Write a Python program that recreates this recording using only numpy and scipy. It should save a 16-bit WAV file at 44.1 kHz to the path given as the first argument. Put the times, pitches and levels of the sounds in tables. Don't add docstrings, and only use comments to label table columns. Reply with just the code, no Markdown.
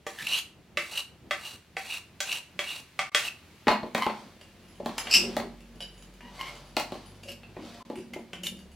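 import sys
import numpy as np
from scipy import signal
from scipy.fft import rfft, irfft, next_fast_len
from scipy.io import wavfile
from scipy.ndimage import uniform_filter1d

SR = 44100
rng = np.random.default_rng(int(sys.argv[2]) if len(sys.argv) > 2 else 0)


def transcribe(signal):
    frames = np.atleast_2d(signal).T
    limited = np.clip(frames, -1, 1)
    pcm = np.round(limited * 32767).astype(np.int16)
    wavfile.write(sys.argv[1], SR, pcm)


N = 385875
TIME = np.arange(N) / SR
RING_TIME = TIME[:SR // 3]
STIR_FROM_S = 4.1

# frequency in Hz, level in dB, seconds to fall 60 dB.
FORK_MODES = [(533, -12.5, 0.17), (1734, -10.5, 0.23), (2880, 8, 0.14), (3034, 4.5, 0.11),
              (3840, -7, 0.057), (4775, 0.5, 0.05), (5500, -12.5, 0.17), (6780, -10.5, 0.14),
              (8100, -17, 0.15), (9260, -23, 0.34), (10440, -9, 0.22), (12040, -24, .15), (13080, -22, .15),
              (14300, -26.5, 0.107)]
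# frequency in Hz, level in dB.
FORK_ATTACK = [(120, -25), (600, 1.5), (1300, 1), (2300, 6), (3000, 7.5), (4200, -14.5), (7000, -13.5),
               (11000, -20), (16000, -32)]


def plate_knocks(contact_s, ring_db):
    # start in seconds, mid level in dB, bass and treble in dB against the mids.
    landings = [(0.066, -48.5, -0.5, -9), (0.772, -38.5, -11, -14.5), (1.309, -39.5, -9, -14),
                (1.767, -44.5, -7.5, -17), (2.204, -45, -16, -0.5), (2.591, -41.5, -11.5, -11.5),
                (2.991, -38.5, -22, -13.5), (3.147, -33.5, -18, -6)]
    # frequency in Hz, level in dB, seconds to fall 60 dB.
    modes = [(345, -11.5, 0.31), (464.4, -8, 0.08), (592, 0.5, 0.055), (776, -3.5, 0.079), (1183, 1, 0.042),
             (1358, -1, 0.021), (1530, -2.5, 0.059), (1610, -20, 0.016), (1670, -22, 0.028),
             (2270, -9, 0.13), (2668, 1.5, 0.028), (2880, -15.5, 0.066), (3290, 0.5, 0.039),
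             (5360, -53, 0.013), (6070, -28, 0.08), (6850, -14.5, 0.038), (8600, -23, .03)]
    # frequency in Hz, level in dB.
    attack = [(120, -104), (400, -15), (1200, -5.5), (2000, 7.5), (3300, -3), (5000, -6), (8000, -13.5),
              (16000, -29.5)]
    out = np.zeros(N)
    for s, db, bass_db, treble_db in landings:
        add(out, s, amp(db) * blow(modes, attack, contact_s, ring_db, bass_db, treble_db))
    return out


def plate_scrapes(jitter, flutter_db, fade_s, upper_ratio, upper_db):
    # landing, hardest push and lift in seconds, chatter and grit in dB at that push,
    # chatter pitch at the rim in Hz.
    strokes = [(0.07, 0.335, 0.39, -31, -37.5, 2780), (0.78, 0.98, 1.005, -39, -40.5, 2820),
               (1.32, 1.474, 1.56, -44, -45, 2760), (1.78, 1.927, 1.988, -36.5, -42, 2705),
               (2.21, 2.325, 2.39, -36.5, -40, 2750), (2.60, 2.70, 2.805, -38.5, -44, 2720),
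               (3.15, 3.252, 3.285, -38, -39, 2690)]
    chatter_rise, chatter_fall, grit_rise, grit_fall = 162, 147, 81.5, 43
    skid_db, skid_s = -9.5, 0.024
    start_hz, glide_s = 1978, [0.05, 0.14]
    chatter, grit, pitch = np.zeros((3, N))
    for lands, hardest, lifts, chatter_db, grit_db, rim_hz in strokes:
        on = slice(int(lands * SR), int((lifts + fade_s) * SR))
        before, after = np.maximum(hardest - TIME[on], 0), np.maximum(TIME[on] - hardest, 0)
        touching = np.clip((lifts - TIME[on]) / fade_s + 1, 0, 1)
        chatter[on] = touching * amp(chatter_db - chatter_rise * before - chatter_fall * after)
        grit[on] = touching * amp(grit_db - grit_rise * before - grit_fall * after)
        grit[on] += amp(grit_db + skid_db) * np.exp(-np.abs(TIME[on] - lands) / skid_s)
        pitch[on] = np.interp(before, glide_s, [rim_hz, start_hz])
    lower, upper = (np.sin(phase_of(ratio * pitch, jitter * drift(800))) * drift(500)
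                    for ratio in (1, upper_ratio))
    tines = np.sqrt(2) * (lower + amp(upper_db) * upper)
    # frequency in Hz, level in dB.
    grit_tone = [(150, -31), (400, -11.5), (800, -4.5), (1700, -7), (2800, -7.5), (3600, -2), (4800, -7),
                 (7000, -8.5), (11500, -13.5), (16000, -20.5)]
    crunch = rms_one(colour(grains(2600, spread_db=1.5), grit_tone))
    grip = rms_one(amp(flutter_db * drift(160)))
    return grip * (chatter * tines + grit * crunch)


def squeaks(jitter, flutter_db, slip_rate):
    # centre and half length in seconds, pitch in Hz, level in dB,
    # octave and rasp in dB against the fundamental.
    slips = [(0.205, .015, 1807, -36, -7, -9.5), (0.27, .002, 2640, -23.5, -17, -7.5),
             (0.336, .006, 2740, -27, -11, -6.5), (0.381, 0.012, 3300, -31.5, -11, -3),
             (0.982, .008, 2750, -33, -14, -3), (2.318, .0015, 2690, -23, -20, -15),
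             (2.33, .002, 2750, -24, -15, -6.5), (3.286, 0.0028, 2716, -28, -19, -22),
             (3.715, .018, 1007, -24, -14, -22), (4.031, 0.019, 1033, -25, -6.5, -19),
             (5.155, 0.018, 2630, -18.5, 4.5, -9.5), (5.137, .015, 2482, -27.5, 10, -6),
             (5.151, 0.0068, 2900, -22.5, -8.5, -5), (6.259, .03, 959, -50, -3, -16),
             (6.409, .009, 1061, -33, -2, -12.5), (6.459, .04, 1078, -47, 7, -9),
             (7.308, 0.019, 2700, -45.5, -2, -1), (7.82, .01, 1023, -42.5, -27, -20),
             (8.141, .004, 2097, -36, -23, -8), (8.466, .015, 2850, -39, -26, 0),
             (8.471, .002, 3760, -22, -18, -7.5)]
    # frequency in Hz, level in dB.
    rasp_tone = [(300, -23), (1500, -7), (3000, 6.5), (5000, -0.5), (8000, -7), (13500, -6), (16000, -49)]
    tilt_db_per_khz = -5.5
    out, wander, grip = np.zeros(N), drift(slip_rate), amp(flutter_db * drift(420))
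    for s, half, hz, db, octave_db, rasp_db in slips:
        on, force = swell(s, half)
        phase = phase_of(hz, jitter * wander[on])
        step_db = tilt_db_per_khz * hz / 1000
        overtones = sum(amp(octave_db + step_db * (k - 2)) * np.sin(k * phase) for k in range(2, 6))
        rasp = amp(rasp_db) * rms_one(colour(rng.standard_normal(len(phase)), rasp_tone))
        press = force * grip[on]
        press *= np.linalg.norm(force) / np.linalg.norm(press)
        out[on] += amp(db) * press * (np.sin(phase) + overtones + rasp)
    return out


def pressed_tines(friction, ring_db, damping_s):
    tines = band(ringing(FORK_MODES), 3900, "high", order=4) * np.exp(-RING_TIME / damping_s)
    return friction + amp(ring_db) * resonate(friction, tines)


def bowl_knocks(contact_s, ring_db, rock_s, rock_db):
    # start in seconds, mid level in dB, bass and treble in dB against the mids.
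    knocks = [(3.67, -37.5, 2, -20), (3.681, -30.5, -9, -13.5), (3.832, -56.5, 10, -8),
              (3.948, -39, -2.5, -9), (4.065, -38, -4.5, -24), (4.8, -65, 16.5, -25),
              (4.86, -45.5, 1.5, -9.5), (5.367, -42, 0.5, -9.5), (6.767, -38, -6.5, -5),
              (6.921, -54, 6, -5.5), (7.566, -57.5, 3.5, -27), (7.9, -57.5, 11.5, -13),
              (8.159, -62, 11.5, -25)]
    # frequency in Hz, level in dB, seconds to fall 60 dB.
    modes = [(235.5, -2.5, 0.22), (322, -12.5, 0.037), (354, -3.5, 0.094), (519, -23, 0.35), (540, 1, 0.09),
             (619.4, 2.5, 0.074), (793, -25.5, 0.068), (843, 1.5, 0.077), (1054, -9, 0.1),
             (1920, -0.5, 0.022), (2210, -9, 0.046), (2840, -9, 0.029), (4110, -11.5, 0.03),
             (4294, -9.5, 0.055), (4520, -25.5, .04)]
    # frequency in Hz, level in dB.
    attack = [(40, -32), (100, -32), (220, 10.5), (600, 5.5), (1050, 1.5), (1450, -8.5), (2200, -5.5),
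              (4200, -16), (6500, -33.5), (16000, -60.5)]
    out = np.zeros(N)
    for s, db, bass_db, treble_db in knocks:
        for delay_s, loss_db in (0, 0), (rock_s, rock_db):
            knock = blow(modes, attack, contact_s, ring_db, bass_db, treble_db)
            add(out, s + delay_s, amp(db + loss_db) * knock)
    return out


def bowl_shuffle(jitter, table_db, stir_push_db):
    # centre and half length in seconds, level in dB, slips per second.
    shuffles = [(1.747, 0.0054, -51, 160), (2.56, 0.0089, -51, 182), (5.163, .009, -36, 245),
                (5.241, .045, -35.5, 380), (5.291, .021, -45, 240), (5.455, 0.013, -36.5, 395),
                (6.253, 0.016, -46.5, 234), (7.293, .03, -46, 555), (7.61, .025, -40.5, 305),
                (7.988, 0.014, -36.5, 353), (8.159, 0.0438, -47, 240), (8.45, 0.083, -47, 179)]
    # frequency in Hz, level in dB, seconds to fall 60 dB.
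    table_modes = [(195, -2.5, 0.23), (232, -11.5, 0.63), (333.5, -3, 0.097), (420, 4.5, 0.016),
                   (514, 4.5, 0.035), (565, -4, 0.038)]
    push = amp(stir_push_db) * (TIME > STIR_FROM_S)
    judder, wander = np.zeros(N), drift(150)
    for s, half, db, hz in shuffles:
        on, force = swell(s, half)
        push[on] += amp(db) * force
        judder[on] += amp(db) * force * np.sin(phase_of(hz, jitter * wander[on]))
    jerks = rms_one(grains(600, spread_db=-1.0)) * push
    return judder + amp(table_db) * resonate(jerks, ringing(table_modes))


def tine_clicks(contact_s, bass_db):
    # start in seconds, mid level in dB, treble against mids in dB,
    # ring against attack in dB, tuning in Hz.
    clicks = [(4.412, -64.5, -0.5, -1, 3000), (4.63, -77, -8, 7, 3060), (4.981, -45, -1.5, -6.5, 3310),
              (5.07, -49.5, -19, -11, 2960), (5.805, -52, -2.5, 6.5, 3125), (5.824, -53, -9, 13, 3120),
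              (6.207, -62, -14, -12, 2980), (7.059, -75, 7.5, 3, 3080), (7.234, -60, -2.5, 1, 2976),
              (7.285, -55, -7, 6, 2920), (7.433, -61, -16, 6, 2790), (7.956, -59, -7, -5, 2855),
              (8.135, -57, -7.5, -18, 3085), (8.332, -51, -9, -8, 3260), (8.434, -57, 7.5, -2, 3085)]
    home_hz = 3094
    out = np.zeros(N)
    for s, db, treble_db, ring_db, hz in clicks:
        modes = np.array(FORK_MODES) * [hz / home_hz, 1, 1]
        add(out, s, amp(db) * blow(modes, FORK_ATTACK, contact_s, ring_db, bass_db, treble_db))
    return out


def tinkles(per_s, level_db, spread_db, detune):
    out = np.zeros(N)
    for s in TIME[(rng.random(N) < per_s / SR) & (TIME > STIR_FROM_S)]:
        loud, sharp = rng.standard_normal(2)
        modes = np.array(FORK_MODES) * [1 + detune * sharp, 1, 1]
        touch = blow(modes, FORK_ATTACK, contact_s=.002, ring_db=0, bass_db=-12, treble_db=2.5)
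        add(out, s, amp(level_db + spread_db * loud) * touch)
    return out


def flour(stir_db, ring_db):
    # centre and half length in seconds, level in dB.
    digs = [(4.165, 0.074, -54), (5.15, 0.14, -44.5), (6.462, .1, -48), (6.942, 0.15, -57),
            (7.699, 0.078, -50.5)]
    # frequency in Hz, level in dB.
    rustle_tone = [(200, 1.5), (700, 9), (1500, 0), (2800, 0), (4500, 1), (7000, -10.5), (11000, -16.5),
                   (16000, -26)]
    depth = amp(stir_db) * (TIME > STIR_FROM_S)
    for s, half, db in digs:
        on, force = swell(s, half)
        depth[on] += amp(db) * force
    powder = grains(7000, spread_db=4.5)
    singing = rms_one(resonate(powder, ringing(FORK_MODES)))
    return depth * (rms_one(colour(powder, rustle_tone)) + amp(ring_db) * singing)


def kitchen(x, first_echo_s, build_s):
    # frequency in Hz, seconds for the tail to fall 60 dB.
    decay_times = [(150, 1), (530, 0.19), (1100, 0.39), (2100, 0.35), (3500, 0.3), (8000, 0.29),
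                   (15000, 0.21)]
    # frequency in Hz, reverb level in dB against its input.
    wet_levels = [(150, -6), (530, -4), (1400, 0), (3500, -2.5), (8000, 1), (15000, -1.5)]
    t = TIME[:SR * 3 // 4]
    noise, hz = rfft(diffuse(len(t))), np.fft.rfftfreq(len(t), 1 / SR)
    octave, response = np.log2(np.maximum(hz, 1)), 0
    build = np.clip((t - first_echo_s) / build_s, 0, 1)
    for centre in 125 * 2 ** np.arange(8):
        share = np.clip(1 - np.abs(octave - np.log2(centre)), 0, 1)
        decay = np.exp(-np.log(1000) * t / at_hz(decay_times, centre)) * build
        tail = irfft(noise * share, len(t)) * decay / np.linalg.norm(decay)
        response = response + tail * amp(at_hz(wet_levels, centre))
    return signal.fftconvolve(x[None], response, axes=1)[:, :N]


def motor(overtone_db, rumble_db):
    # time in seconds, pitch in Hz, level in dB, octave in dB against the fundamental.
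    drone = [(0, 35, -79, 8), (4.0, 42, -80, 13), (5.15, 45, -53, -10), (6.5, 47, -56, -19),
             (7.2, 49, -58.5, 4), (7.8, 51, -64, 1), (7.9, 50, -74, 7), (8.2, 33.1, -75, 6),
             (8.75, 35.3, -62, 7.5)]
    s, hz, db, octave_db = np.transpose(drone)
    phase = phase_of(np.interp(TIME, s, hz), 0.0088 * drift(7.1))
    octave = amp(np.interp(TIME, s, octave_db)) * np.sin(2 * phase)
    overtones = sum(amp(overtone_db + rumble_db * drift(2)) * np.sin(k * phase) for k in range(3, 6))
    return amp(np.interp(TIME, s, db)) * np.sqrt(2) * (np.sin(phase) + octave + overtones)


def room_tone(level_db, waver_db):
    # frequency in Hz, level in dB.
    air_tone = [(15, -27), (25, -11.5), (166, -5), (200, -7), (309, -11), (344, -11), (489, -16),
                (1100, -22), (2480, -21), (3620, -25), (4250, -26), (5140, -29.5), (9070, -36.5),
                (10700, -36), (16000, -41)]
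    # time in seconds, gain in dB.
    hiss_ride = [(0, -1.5), (1.7, 0.5), (3.0, 5), (3.6, 5.5), (4.5, 3.5), (8.75, 0.5)]
    air = amp(level_db) * rms_one(np.array([colour(side, air_tone) for side in diffuse(N)]))
    hiss = treble_above(air, 900)
    rumble = band(air - hiss, 48, "high") * amp(waver_db * drift(22))
    return rumble + hiss * amp(np.interp(TIME, *np.transpose(hiss_ride)))


def blow(modes, attack_tone, contact_s, ring_db, bass_db, treble_db):
    contact = np.exp(-RING_TIME / contact_s) * (1 + RING_TIME / contact_s)
    crack = colour(rng.standard_normal(len(RING_TIME)), attack_tone) * contact ** 2
    hit = rms_one(crack) + amp(ring_db) * rms_one(ringing(modes, vary_db=5))
    low = rms_one(band(hit, 700, "low", order=3))
    mid = rms_one(band(hit, [700, 4000], "band", order=3))
    high = rms_one(band(hit, 4000, "high", order=3))
    return mid + amp(bass_db) * low + amp(treble_db) * high


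def ringing(modes, vary_db=2):
    hz, db, t60 = np.transpose(modes)[:, :, None]
    strength = amp(db + vary_db * rng.standard_normal(db.shape)) * rng.choice([-1, 1], db.shape)
    decay = np.exp(-np.log(1000) * RING_TIME / t60)
    return np.sum(strength * decay * np.sin(2 * np.pi * hz * RING_TIME), axis=0)


def resonate(x, ring):
    return signal.fftconvolve(x, ring / np.linalg.norm(ring))[:N]


def grains(per_s, spread_db):
    sizes = amp(spread_db * np.minimum(rng.exponential(1, N), 4)) * rng.choice([-1, 1], N)
    return sizes * (rng.random(N) < per_s / SR)


def swell(centre, half):
    on = slice(max(int((centre - 4 * half) * SR), 0), int((centre + 4 * half) * SR))
    return on, np.exp(-.5 * ((TIME[on] - centre) / half) ** 2)


def drift(rate):
    knots = rng.standard_normal(int(rate * N / SR) + 2)
    return rms_one(np.interp(TIME * rate, np.arange(len(knots)), knots))


def phase_of(hz, bend):
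    return 2 * np.pi * np.cumsum(hz * (1 + bend)) / SR


def diffuse(size):
    # frequency in Hz, side against mid in dB.
    width = [(60, -16.5), (500, -11), (1000, -10), (2000, -9), (4000, -5.5), (8000, -0.5), (15000, 2)]
    mid, side = rng.standard_normal((2, size))
    return mid + colour(side, width) * np.array([[1], [-1]])


def colour(x, spectrum):
    size = next_fast_len(len(x))
    gain = amp(at_hz(spectrum, np.fft.rfftfreq(size, 1 / SR)))
    return irfft(rfft(x, size) * gain, size)[:len(x)]


def at_hz(points, hz):
    freqs, values = np.transpose(points)
    return np.interp(np.log(np.maximum(hz, 1)), np.log(freqs), values)


def band(x, hz, kind, order=2):
    return signal.sosfilt(signal.butter(order, hz, kind, fs=SR, output="sos"), x)


def treble_above(x, hz):
    return signal.sosfiltfilt(signal.butter(2, hz, "high", fs=SR, output="sos"), x)


def amp(db):
    return 10 ** (np.asarray(db) / 20)


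def rms_one(x):
    return x / np.sqrt(np.mean(x ** 2) + 1e-20)


def add(out, s, sound):
    start = int(s * SR)
    out[start:start + len(sound)] += sound[:N - start]


def suppress(x, threshold_db, depth_db, knee_db):
    treble = treble_above(x, 1200)
    power = uniform_filter1d(np.mean(treble ** 2, axis=0), size=900)
    level_db = 10 * np.log10(np.maximum(power, 1e-12))
    closed = .5 * (1 - np.tanh((level_db - threshold_db) / knee_db))
    return x - treble * (1 - amp(-depth_db * closed))


def scene():
    knocks = plate_knocks(contact_s=0.0061, ring_db=-2.0)
    scrapes = plate_scrapes(jitter=0.0522, flutter_db=1.85, fade_s=0.0062, upper_ratio=1.4, upper_db=-6.5)
    bowl = bowl_knocks(contact_s=0.0059, ring_db=-1.5, rock_s=0.032, rock_db=-8)
    bowl += bowl_shuffle(jitter=0.07, table_db=-5, stir_push_db=-56.5)
    squeals = squeaks(jitter=0.0505, flutter_db=4.0, slip_rate=1400)
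    scrapes = pressed_tines(scrapes, ring_db=-11, damping_s=0.0021)
    squeals = pressed_tines(squeals, ring_db=-12, damping_s=0.0053)
    fork = tine_clicks(contact_s=0.0046, bass_db=-10) + flour(stir_db=-68, ring_db=-22.5)
    bed = room_tone(level_db=-56.5, waver_db=2.5) + motor(overtone_db=-14, rumble_db=4.5)
    fork += tinkles(per_s=7.9, level_db=-75.5, spread_db=2.5, detune=0.03)
    plate_pan, bowl_pan = amp([[-0.59], [0.59]]), amp([[0.26], [-0.26]])
    direct = (knocks + scrapes) * plate_pan + (bowl + fork + squeals) * bowl_pan
    send = knocks + bowl + fork + amp(-5.0) * (scrapes + squeals)
    return direct + kitchen(send, first_echo_s=0.0013, build_s=0.0075) + bed


def record(dry):
    dips = [(3.097, 3.117), (7.829, 7.850)]
    dip_db, cutoff_hz = -25, 16000
    sound = suppress(dry, threshold_db=-39, depth_db=2.5, knee_db=6.0)
    sound = band(sound, 31, "high", order=4)
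    sound = .8 * np.tanh(sound / .8)
    dipped = uniform_filter1d(sum(1.0 * ((TIME > a) & (TIME < b)) for a, b in dips), size=180)
    top_cut = signal.ellip(10, .2, 80, cutoff_hz, fs=SR, output="sos")
    return signal.sosfilt(top_cut, sound * amp(dip_db * dipped))


dry = scene()
out = record(dry)
transcribe(out)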